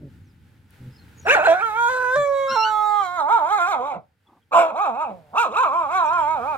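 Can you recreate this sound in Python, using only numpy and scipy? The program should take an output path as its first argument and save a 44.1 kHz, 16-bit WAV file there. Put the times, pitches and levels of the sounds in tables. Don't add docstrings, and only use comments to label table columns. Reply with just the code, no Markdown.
import sys
import numpy as np
from scipy import signal
from scipy.fft import rfft, irfft
from scipy.io import wavfile
from scipy.ndimage import uniform_filter1d, map_coordinates

SR = 44100
rng = np.random.default_rng(int(sys.argv[2]) if len(sys.argv) > 2 else 0)


def level_to_linear(level):
    exponent = np.asarray(level, float) / 20
    return 10 ** exponent


def dump_mix(stems):
    frames = np.atleast_2d(stems).T
    limited = np.clip(frames, -1, 1)
    pcm = np.round(limited * 32767).astype(np.int16)
    wavfile.write(sys.argv[1], SR, pcm)


N = 289737


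def rms_one(x):
    return x / np.sqrt(np.mean(x ** 2) + 1e-20)


def in_time(rows):
    s, *columns = np.transpose(rows)
    return [np.interp(np.arange(N) / SR, s, c) for c in columns]


def at_hz(points, hz):
    point_hz, point_db = np.transpose(points)
    return np.interp(np.log(hz), np.log(point_hz), point_db)


def slow_noise(hz, count):
    low_pass = signal.butter(4, hz, fs=SR, output="sos")
    settle = 9000
    return rms_one(signal.sosfilt(low_pass, rng.standard_normal(count + settle))[settle:])


def coloured(spectrum, alike, flicker_db):
    mid, side = rng.standard_normal((2, N))
    pair = mid + np.sqrt((1 - alike) / (1 + alike)) * side * np.array([[1], [-1]])
    hz = np.maximum(np.fft.rfftfreq(N, 1 / SR), 1)
    noise = irfft(rfft(pair) * level_to_linear(at_hz(spectrum, hz)), N)
    return rms_one(noise * level_to_linear(flicker_db * slow_noise(4.8, N)))


def rumble():
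    # time_s, level_db
    course = [(0, -43.5), (.77, -53.5), (1.26, -43.5), (1.52, -52), (3.9, -59.5), (4.15, -67), (4.5, -63.5),
              (5.1, -58.5), (5.9, -53.5), (6.57, -49)]
    # frequency_hz, density_db (per Hz)
    colour = [(15, -56.5), (25, -32), (88, 1), (151, -9), (223, -11), (330, -18.5), (419, -30.5),
              (557, -59), (900, -41.5), (1170, -93), (1980, -120)]
    return level_to_linear(in_time(course)[0]) * coloured(colour, alike=0.92, flicker_db=0.5)


def hiss():
    # time_s, level_db
    course = [(0, -62), (.68, -63), (.74, -53.5), (.9, -57), (1.24, -53), (1.5, -46.5), (4.1, -71),
              (6.57, -52)]
    # frequency_hz, density_db (per Hz)
    colour = [(260, -26.5), (450, 1.5), (702, -11.5), (814, -2), (1130, -10.5), (1430, -1.5), (5030, -16),
              (5750, -19.5), (15500, -22)]
    return level_to_linear(in_time(course)[0]) * coloured(colour, alike=.45, flicker_db=1.2)


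def add_note(out, s, length, start_hz, end_hz, db, partial_db, rough):
    t = np.arange(int(length * SR)) / SR
    pitch = start_hz + (end_hz - start_hz) * t / length
    phase = 2 * np.pi * np.cumsum(pitch) / SR
    tone = 0
    for k, p in enumerate(partial_db, start=1):
        tone = tone + level_to_linear(p) * np.sin(k * phase) * (1 + rough * slow_noise(110, len(t)))
    start = int(s * SR)
    out[start:start + len(t)] += np.sqrt(2) * level_to_linear(db) * np.sin(np.pi * t / length) * tone


def grunts():
    # start_s, length_s, start_hz, end_hz, level_db,
    # second_db (second partial against the first)
    rows = [(0, 0.096, 155, 130, -37, -5.5), (0.776, 0.14, 128.6, 122.4, -40.5, -8.5),
            (0.855, 0.08, 132, 123.4, -39, -16.5), (2.158, 0.084, 157.4, 125, -38.5, -22),
            (2.492, 0.067, 228.4, 228, -40.5, -17), (3.511, 0.087, 153, 140.3, -71, -11.5)]
    out = np.zeros(N)
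    for *note, second_db in rows:
        partial_db = [0, second_db, second_db - 10.5, second_db - 11.5]
        add_note(out, *note, partial_db, rough=0.57)
    return out


def chirps():
    # start_s, length_s, start_hz, end_hz, level_db
    rows = [(0.213, 0.14, 7260, 3900, -84.5), (0.9, 0.11, 5100, 5050, -71.5),
            (0.958, 0.081, 4400, 4140, -70.5), (1.154, 0.087, 6700, 6700, -67),
            (1.168, 0.17, 6350, 4900, -67.5), (4.26, 0.037, 3450, 3340, -78),
            (4.406, 0.037, 3280, 3200, -82.5), (6.024, 0.1, 6800, 5000, -69)]
    out = np.zeros(N)
    for row in rows:
        add_note(out, *row, [0], rough=4)
    return out


def pebble_tick():
    # start_s, level_db (scale of the noise before differencing)
    rows = [(0.7068, -44.5)]
    out = np.zeros(N)
    for s, db in rows:
        burst = np.diff(rng.standard_normal(101)) * np.exp(-np.arange(100) / 25)
        out[int(s * SR):int(s * SR) + 100] += level_to_linear(db) * burst
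    return out


def peak(hz, centre_hz, width_hz, db):
    return level_to_linear(2 * db) / (1 + ((hz - centre_hz) / width_hz) ** 2) ** 3


def through(rows, t):
    s, *columns = np.transpose(rows)
    i = np.clip(np.searchsorted(s, t) - 1, 0, len(s) - 2)
    step = np.diff(s)[i]
    u = (t - s[i]) / step
    curves = []
    for c in columns:
        rise = np.diff(c) / np.diff(s)
        both = np.maximum(rise[1:] * rise[:-1], 0)
        slope = np.r_[rise[0], 2 * both / (rise[1:] + rise[:-1] + 1e-9), rise[-1]]
        ease = (c[i + 1] - c[i]) * u * u * (3 - 2 * u)
        bend = step * u * (1 - u) * ((1 - u) * slope[i] - u * slope[i + 1])
        curves.append(c[i] + ease + bend)
    return curves


def throat_and_mouth(hz, throat, mouth, mouth_db):
    # centre_hz, width_hz, level_db (against the throat)
    chest = (155, 55, 4)
    base_hz, tip_hz = 348, 98
    throat_tip_db, mouth_tip_db = 5.5, 9.5
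    low = peak(hz, throat, base_hz, 0) / (1 + (440 / hz) ** 8)
    low += peak(hz, *chest)
    low += peak(hz, mouth, base_hz, mouth_db)
    low += peak(hz, throat, tip_hz, throat_tip_db)
    low += peak(hz, mouth, tip_hz, mouth_db + mouth_tip_db)
    return low / (1 + (hz / (1.34 * mouth)) ** 12)


def roughness(pitch, t):
    # start_s, length_s, added_roughness (0-1)
    hoarse = [(1.24, .235, .13), (1.475, .065, .06), (1.54, .07, .12), (1.9, .17, .04), (3.2, .55, .012),
              (3.75, .18, .06), (3.93, .14, .4), (4.5, .05, .4), (4.55, .18, .18), (4.73, .36, .02),
              (5.09, .26, .2), (5.45, .11, .08), (5.56, 1.1, .012)]
    clear, per_octave_per_s = .012, .005
    glide = np.abs(np.gradient(np.log2(pitch))) * SR
    rough = clear + per_octave_per_s * glide
    for s, length, added in hoarse:
        rough = rough + added * (t > s) * (t < s + length)
    return np.clip(uniform_filter1d(rough, size=700), 0, 1)


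def howl(rows, jitter, smear_hz, wander_db):
    # time_s, throat_hz, mouth_hz, mouth_db, treble_db
    jaw = [(1.25, 650, 1534, -5.5, -21), (1.33, 671, 1570, -7, -16), (1.42, 747, 1457, -1, -18.5),
           (1.5, 676, 1574, -9.5, -18.5), (1.62, 704, 1413, 2.5, -13), (1.85, 912, 1441, -7.5, -18),
           (1.95, 756, 1476, -12.5, -16), (2.1, 774, 1576, -7.5, -18.5), (2.3, 707, 1409, -20, -29.5),
           (2.55, 838, 1347, -10, -17.5), (2.9, 833, 1181, -2, -13), (3.15, 883, 1273, -1, -14),
           (3.3, 900, 1262, -11.5, -28), (3.45, 912, 1333, -11.5, -20.5), (3.65, 911, 1357, -7, -19),
           (3.78, 865, 1242, -10, -24.5), (3.81, 565.6, 1036, -0.5, -20.5), (3.89, 840, 1154, -17.5, -32),
           (3.95, 650, 1041, -9.5, -27), (4.55, 707.4, 1061, 5.5, -17), (4.6, 690, 1136, -2, -20),
           (4.7, 750, 1093, -5, -26), (4.85, 814, 1205, -8.5, -24), (5.03, 845, 1236, -14.5, -30),
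           (5.18, 566, 1065, -22.5, -36), (5.3, 703, 1000, -10, -48), (5.4, 842, 1204, -0.5, -17),
           (5.51, 540, 1113, 4, -10), (5.6, 646.5, 1149, 13, -10), (5.8, 756, 1054, 6, -19.5),
           (6.0, 964, 1302, -10.5, -23), (6.2, 955, 1364, -12, -24.5), (6.35, 884, 1329, -15.5, -25.5),
           (6.42, 604.4, 1233, -1, -19.5), (6.5, 917, 1250, -16.5, -30.5), (6.57, 705.6, 1245, 4, -16.5)]
    # time_s, centre_hz, level_db (above the treble)
    bite_course = [(1.25, 2620, 5.5), (1.6, 2320, 9), (2.2, 2210, -4.5), (3.1, 2163, -4), (3.9, 2283, 7.5),
                   (4.6, 2390, 4), (5.0, 2460, 10.5), (5.4, 2610, 3.5), (5.8, 2340, 7), (6.57, 2410, 7.5)]
    # centre_hz, width_hz, level_db (against the treble)
    head_modes = [(3200, 150, -8), (3770, 360, -8.5), (4900, 2600, -30), (5580, 150, -26.5),
                  (6700, 200, -28), (7350, 350, -30.5), (10070, 1200, -36), (11930, 790, -31),
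                  (14300, 1500, -37)]
    # centre_hz, width_hz, share_db (of the power removed)
    sinus = (2880, 220, -.3)
    a, b = int(rows[0][0] * SR), min(int(rows[-1][0] * SR), N)
    t, mean_size = np.arange(a, b) / SR, int(0.28 * SR)
    pitch, level_db = through(rows, t)

    lift = np.log2(pitch) - uniform_filter1d(np.log2(pitch), size=mean_size)
    throat, mouth, mouth_db, treble_db = [c[a:b] for c in in_time(jaw)]
    throat = throat * 2 ** (.15 * lift)
    mouth = mouth * 2 ** (0.021 * lift)
    mouth_db = mouth_db + 12 * lift
    treble_db = treble_db + 13 * lift

    rough = roughness(pitch, t)
    phase = 2 * np.pi * np.cumsum(pitch * (1 + jitter * rough * slow_noise(57, b - a))) / SR
    sway = [slow_noise(smear_hz, b - a) for _ in range(6)]
    wander = [level_to_linear(wander_db * slow_noise(7.53, b - a)) for _ in range(7)]
    grid = np.arange(0, SR, 20)
    head = sum(peak(grid, *mode) for mode in head_modes)
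    bite_hz, bite_db = [c[a:b] for c in in_time(bite_course)]
    voice, total = 0, 0
    for k in range(1, 46):
        hz = k * pitch
        low = throat_and_mouth(hz, throat, mouth, mouth_db)
        total = total + low
        high = np.interp(hz, grid, head) + peak(hz, bite_hz, 220, bite_db)
        high = high * level_to_linear(2 * treble_db) * wander[k % 7] ** 2
        power = low + high * (1 - np.minimum(peak(hz, *sinus), .97))
        share = np.minimum(rough * (1 + (hz / 1100) ** 2), 1)
        clean = np.sin(k * phase + k * k / 9)
        smeared = sway[k % 6] * np.sin(k * phase) + sway[(k + 3) % 6] * np.cos(k * phase)
        voice = voice + np.sqrt(2 * power) * (np.sqrt(1 - share ** 2) * clean + share * smeared)

    evened = 0.47
    total_db = 10 * np.log10(total)
    even_db = evened * total_db + (1 - evened) * uniform_filter1d(total_db, size=mean_size)
    out = np.zeros(N)
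    out[a:b] = voice * level_to_linear(level_db - even_db) * signal.windows.tukey(b - a, 600 / (b - a))
    high_pass = signal.butter(4, 120, "high", fs=SR, output="sos")
    return signal.sosfilt(high_pass, out + 1e-18)


def howling_dog():
    # time_s, pitch_hz, level_db (before the swell is evened)
    howls = [
        [(1.247, 254, -42), (1.272, 392.5, -15.5), (1.315, 540.6, -11.5), (1.342, 602.4, -13.5),
         (1.362, 417, -14.5), (1.412, 299, -17), (1.44, 392.6, -20), (1.465, 501, -14), (1.478, 327.6, -11.5),
         (1.505, 328.8, -8.5), (1.56, 367, -20.5), (1.601, 377, -23.5), (1.631, 461.5, -19.5),
         (1.721, 421.8, -23.5), (1.791, 470.2, -18.5), (1.886, 481.3, -16), (1.897, 512, -17.5),
         (2.07, 501.2, -19.5), (2.155, 526, -15.5), (2.163, 584, -13), (2.3, 559.6, -18), (2.549, 527.4, -20.5),
         (2.569, 443.4, -16.5), (2.604, 442.1, -19.5), (2.75, 426.5, -20), (2.98, 412.4, -18),
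         (3.088, 354.4, -25.5), (3.15, 360.7, -26), (3.205, 310.4, -18.5), (3.233, 280.2, -21.5),
         (3.283, 315.6, -19.5), (3.302, 406.5, -14), (3.338, 472, -12), (3.377, 433.8, -15),
         (3.392, 350.4, -20), (3.432, 292.4, -17.5), (3.487, 357.5, -21.5), (3.53, 425, -14.5),
         (3.577, 401.6, -18.5), (3.597, 351, -18), (3.622, 345.5, -15), (3.662, 356.7, -19),
         (3.697, 412.3, -19), (3.741, 319, -17.5), (3.776, 252.9, -24), (3.8, 240.4, -23), (3.885, 298, -23.5),
         (3.976, 165.7, -34.5), (4.001, 129.2, -47.5), (4.056, 114.8, -68)],
        [(4.508, 238, -43.5), (4.525, 280.6, -24), (4.555, 337.8, -10.5), (4.58, 340.3, -8.5),
         (4.645, 325.8, -14.5), (4.7, 321.4, -22.5), (4.73, 217, -30), (4.774, 323, -20.5), (4.824, 418, -18.5),
         (4.884, 268.9, -18.5), (4.93, 222.9, -26.5), (4.99, 286.4, -23.5), (5.024, 321.3, -19),
         (5.05, 286, -25), (5.103, 205.8, -30), (5.17, 176, -44), (5.248, 149.6, -53.5), (5.318, 143.1, -52.5),
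         (5.348, 250.2, -26), (5.385, 444.8, -14), (5.413, 483, -15), (5.438, 421, -17.5), (5.473, 258.2, -22),
         (5.5, 208, -28), (5.547, 319.8, -24.5), (5.572, 430.7, -16), (5.617, 526.3, -17), (5.662, 332, -15.5),
         (5.702, 259.4, -19), (5.755, 338.4, -18), (5.782, 349, -18), (5.85, 291.9, -20.5), (5.875, 269.8, -24),
         (5.927, 353.1, -19.5), (5.966, 381.8, -13.5), (6.0, 353, -14.5), (6.07, 298.5, -18.5),
         (6.146, 354.1, -16.5), (6.191, 329.2, -16.5), (6.245, 292.2, -19), (6.316, 319.5, -18),
         (6.34, 315.2, -20), (6.41, 229.8, -25.5), (6.5, 310.6, -21), (6.565, 255.3, -27)],
    ]
    return sum(howl(rows, jitter=.1, smear_hz=170, wander_db=4.5) for rows in howls)


def yelp():
    # time_s, pitch_hz, first_db, second_db, third_db, fourth_db
    rows = [(2.47, 1334, -27, -63, -59, -49), (2.505, 1335, -33.5, -40, -41.5, -30),
            (2.52, 1430, -24.5, -37, -38.5, -41), (2.57, 1365, -50.5, -43.5, -38, -39),
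            (2.635, 1378, -55, -27.5, -33, -29.5), (2.65, 1475, -30, -25, -36, -48),
            (2.71, 1507, -25, -46, -49, -47)]
    pitch, *levels = in_time(rows)
    phase = 2 * np.pi * np.cumsum(pitch) / SR
    start, end = rows[0][0], rows[-1][0]
    gate, = in_time([(start, 0), (start + 0.025, 1), (end - .02, 1), (end, 0)])
    tone = 0
    for k, db in enumerate(levels, start=1):
        tone = tone + np.sqrt(2) * level_to_linear(db) * np.sin(k * phase) * (1 + 0.32 * slow_noise(110, N))
    return gate * tone


def far_bark():
    # start_s, length_s, start_hz, end_hz, level_db
    row = (4.255, .15, 300, 270, -65)
    out = np.zeros(N)
    add_note(out, *row, [-3, -14, 0, -3], rough=2.5)
    return out


def placed(x):
    # time_s, left_minus_right_db
    pan = [(1.24, -0.5), (1.75, -5.5), (2.25, -1), (2.75, -10.5), (3.3, -5), (4.5, -2.5), (5.75, -2.5),
           (6.57, -6)]
    # time_s, left_lag_ms
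    lag = [(1.2, 0.19), (1.75, 0.18), (2.25, 0.1), (2.75, 0.022), (3.25, -0.19), (6.5, -0.17)]
    # frequency_hz, extra_db
    left_treble = [(2400, -0.5), (4400, 2), (8100, 21), (15000, -17.5)]
    shade_hz, shaded_lag = 1960, 0.43
    (pan_db,), (lag_ms,) = in_time(pan), in_time(lag)
    hz = np.maximum(np.fft.rfftfreq(N, 1 / SR), 1)
    low = irfft(rfft(x) / (1 + (hz / shade_hz) ** 8), N)
    ports = []
    for side in (1, -1):
        port = 0
        for band, share in ((low, 1), (x - low, shaded_lag)):
            moment = np.arange(N) - side * share * lag_ms * SR / 2000
            port = port + map_coordinates(band, [moment], order=3)
        ports.append(level_to_linear(side * pan_db / 2) * port)
    left, right = ports
    return np.array([irfft(rfft(left) * level_to_linear(at_hz(left_treble, hz)), N), right])


def yard(x):
    # left_delay_s, left_db, right_delay_s, right_db
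    echoes = [(.0007, -38.5, 0.001435, -18), (0.015, -7.5, 0.018, -9.5)]
    scatter_db, t60_s = -26, .3
    t = np.arange(int(.5 * SR)) / SR
    scatter = signal.lfilter([.3], [1, -.7], rng.standard_normal((2, len(t))))
    scatter = scatter * level_to_linear(-60 * t / t60_s) * (t > .008)
    reply = level_to_linear(scatter_db) * scatter / np.sqrt(np.sum(scatter ** 2, axis=1, keepdims=True))
    for left_s, left_db, right_s, right_db in echoes:
        reply[0, int(left_s * SR)] += level_to_linear(left_db)
        reply[1, int(right_s * SR)] += level_to_linear(right_db)
    return signal.fftconvolve(x[None], reply, axes=1)[:, :N]


def scene():
    dog = howling_dog()
    puppy = yelp()
    puppy_pair = puppy * level_to_linear(np.array([[3.], [-3.]]))
    small_sounds = grunts() + chirps() + pebble_tick() + far_bark()
    return placed(dog) + puppy_pair + yard(dog + puppy) + small_sounds + rumble() + hiss()


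def top_cut(x):
    return signal.sosfilt(signal.butter(12, 15770, fs=SR, output="sos"), x)


def record(dry):
    mix = 0.94 * np.tanh(dry / 1.28)
    return top_cut(mix)


dry = scene()
out = record(dry)
dump_mix(out)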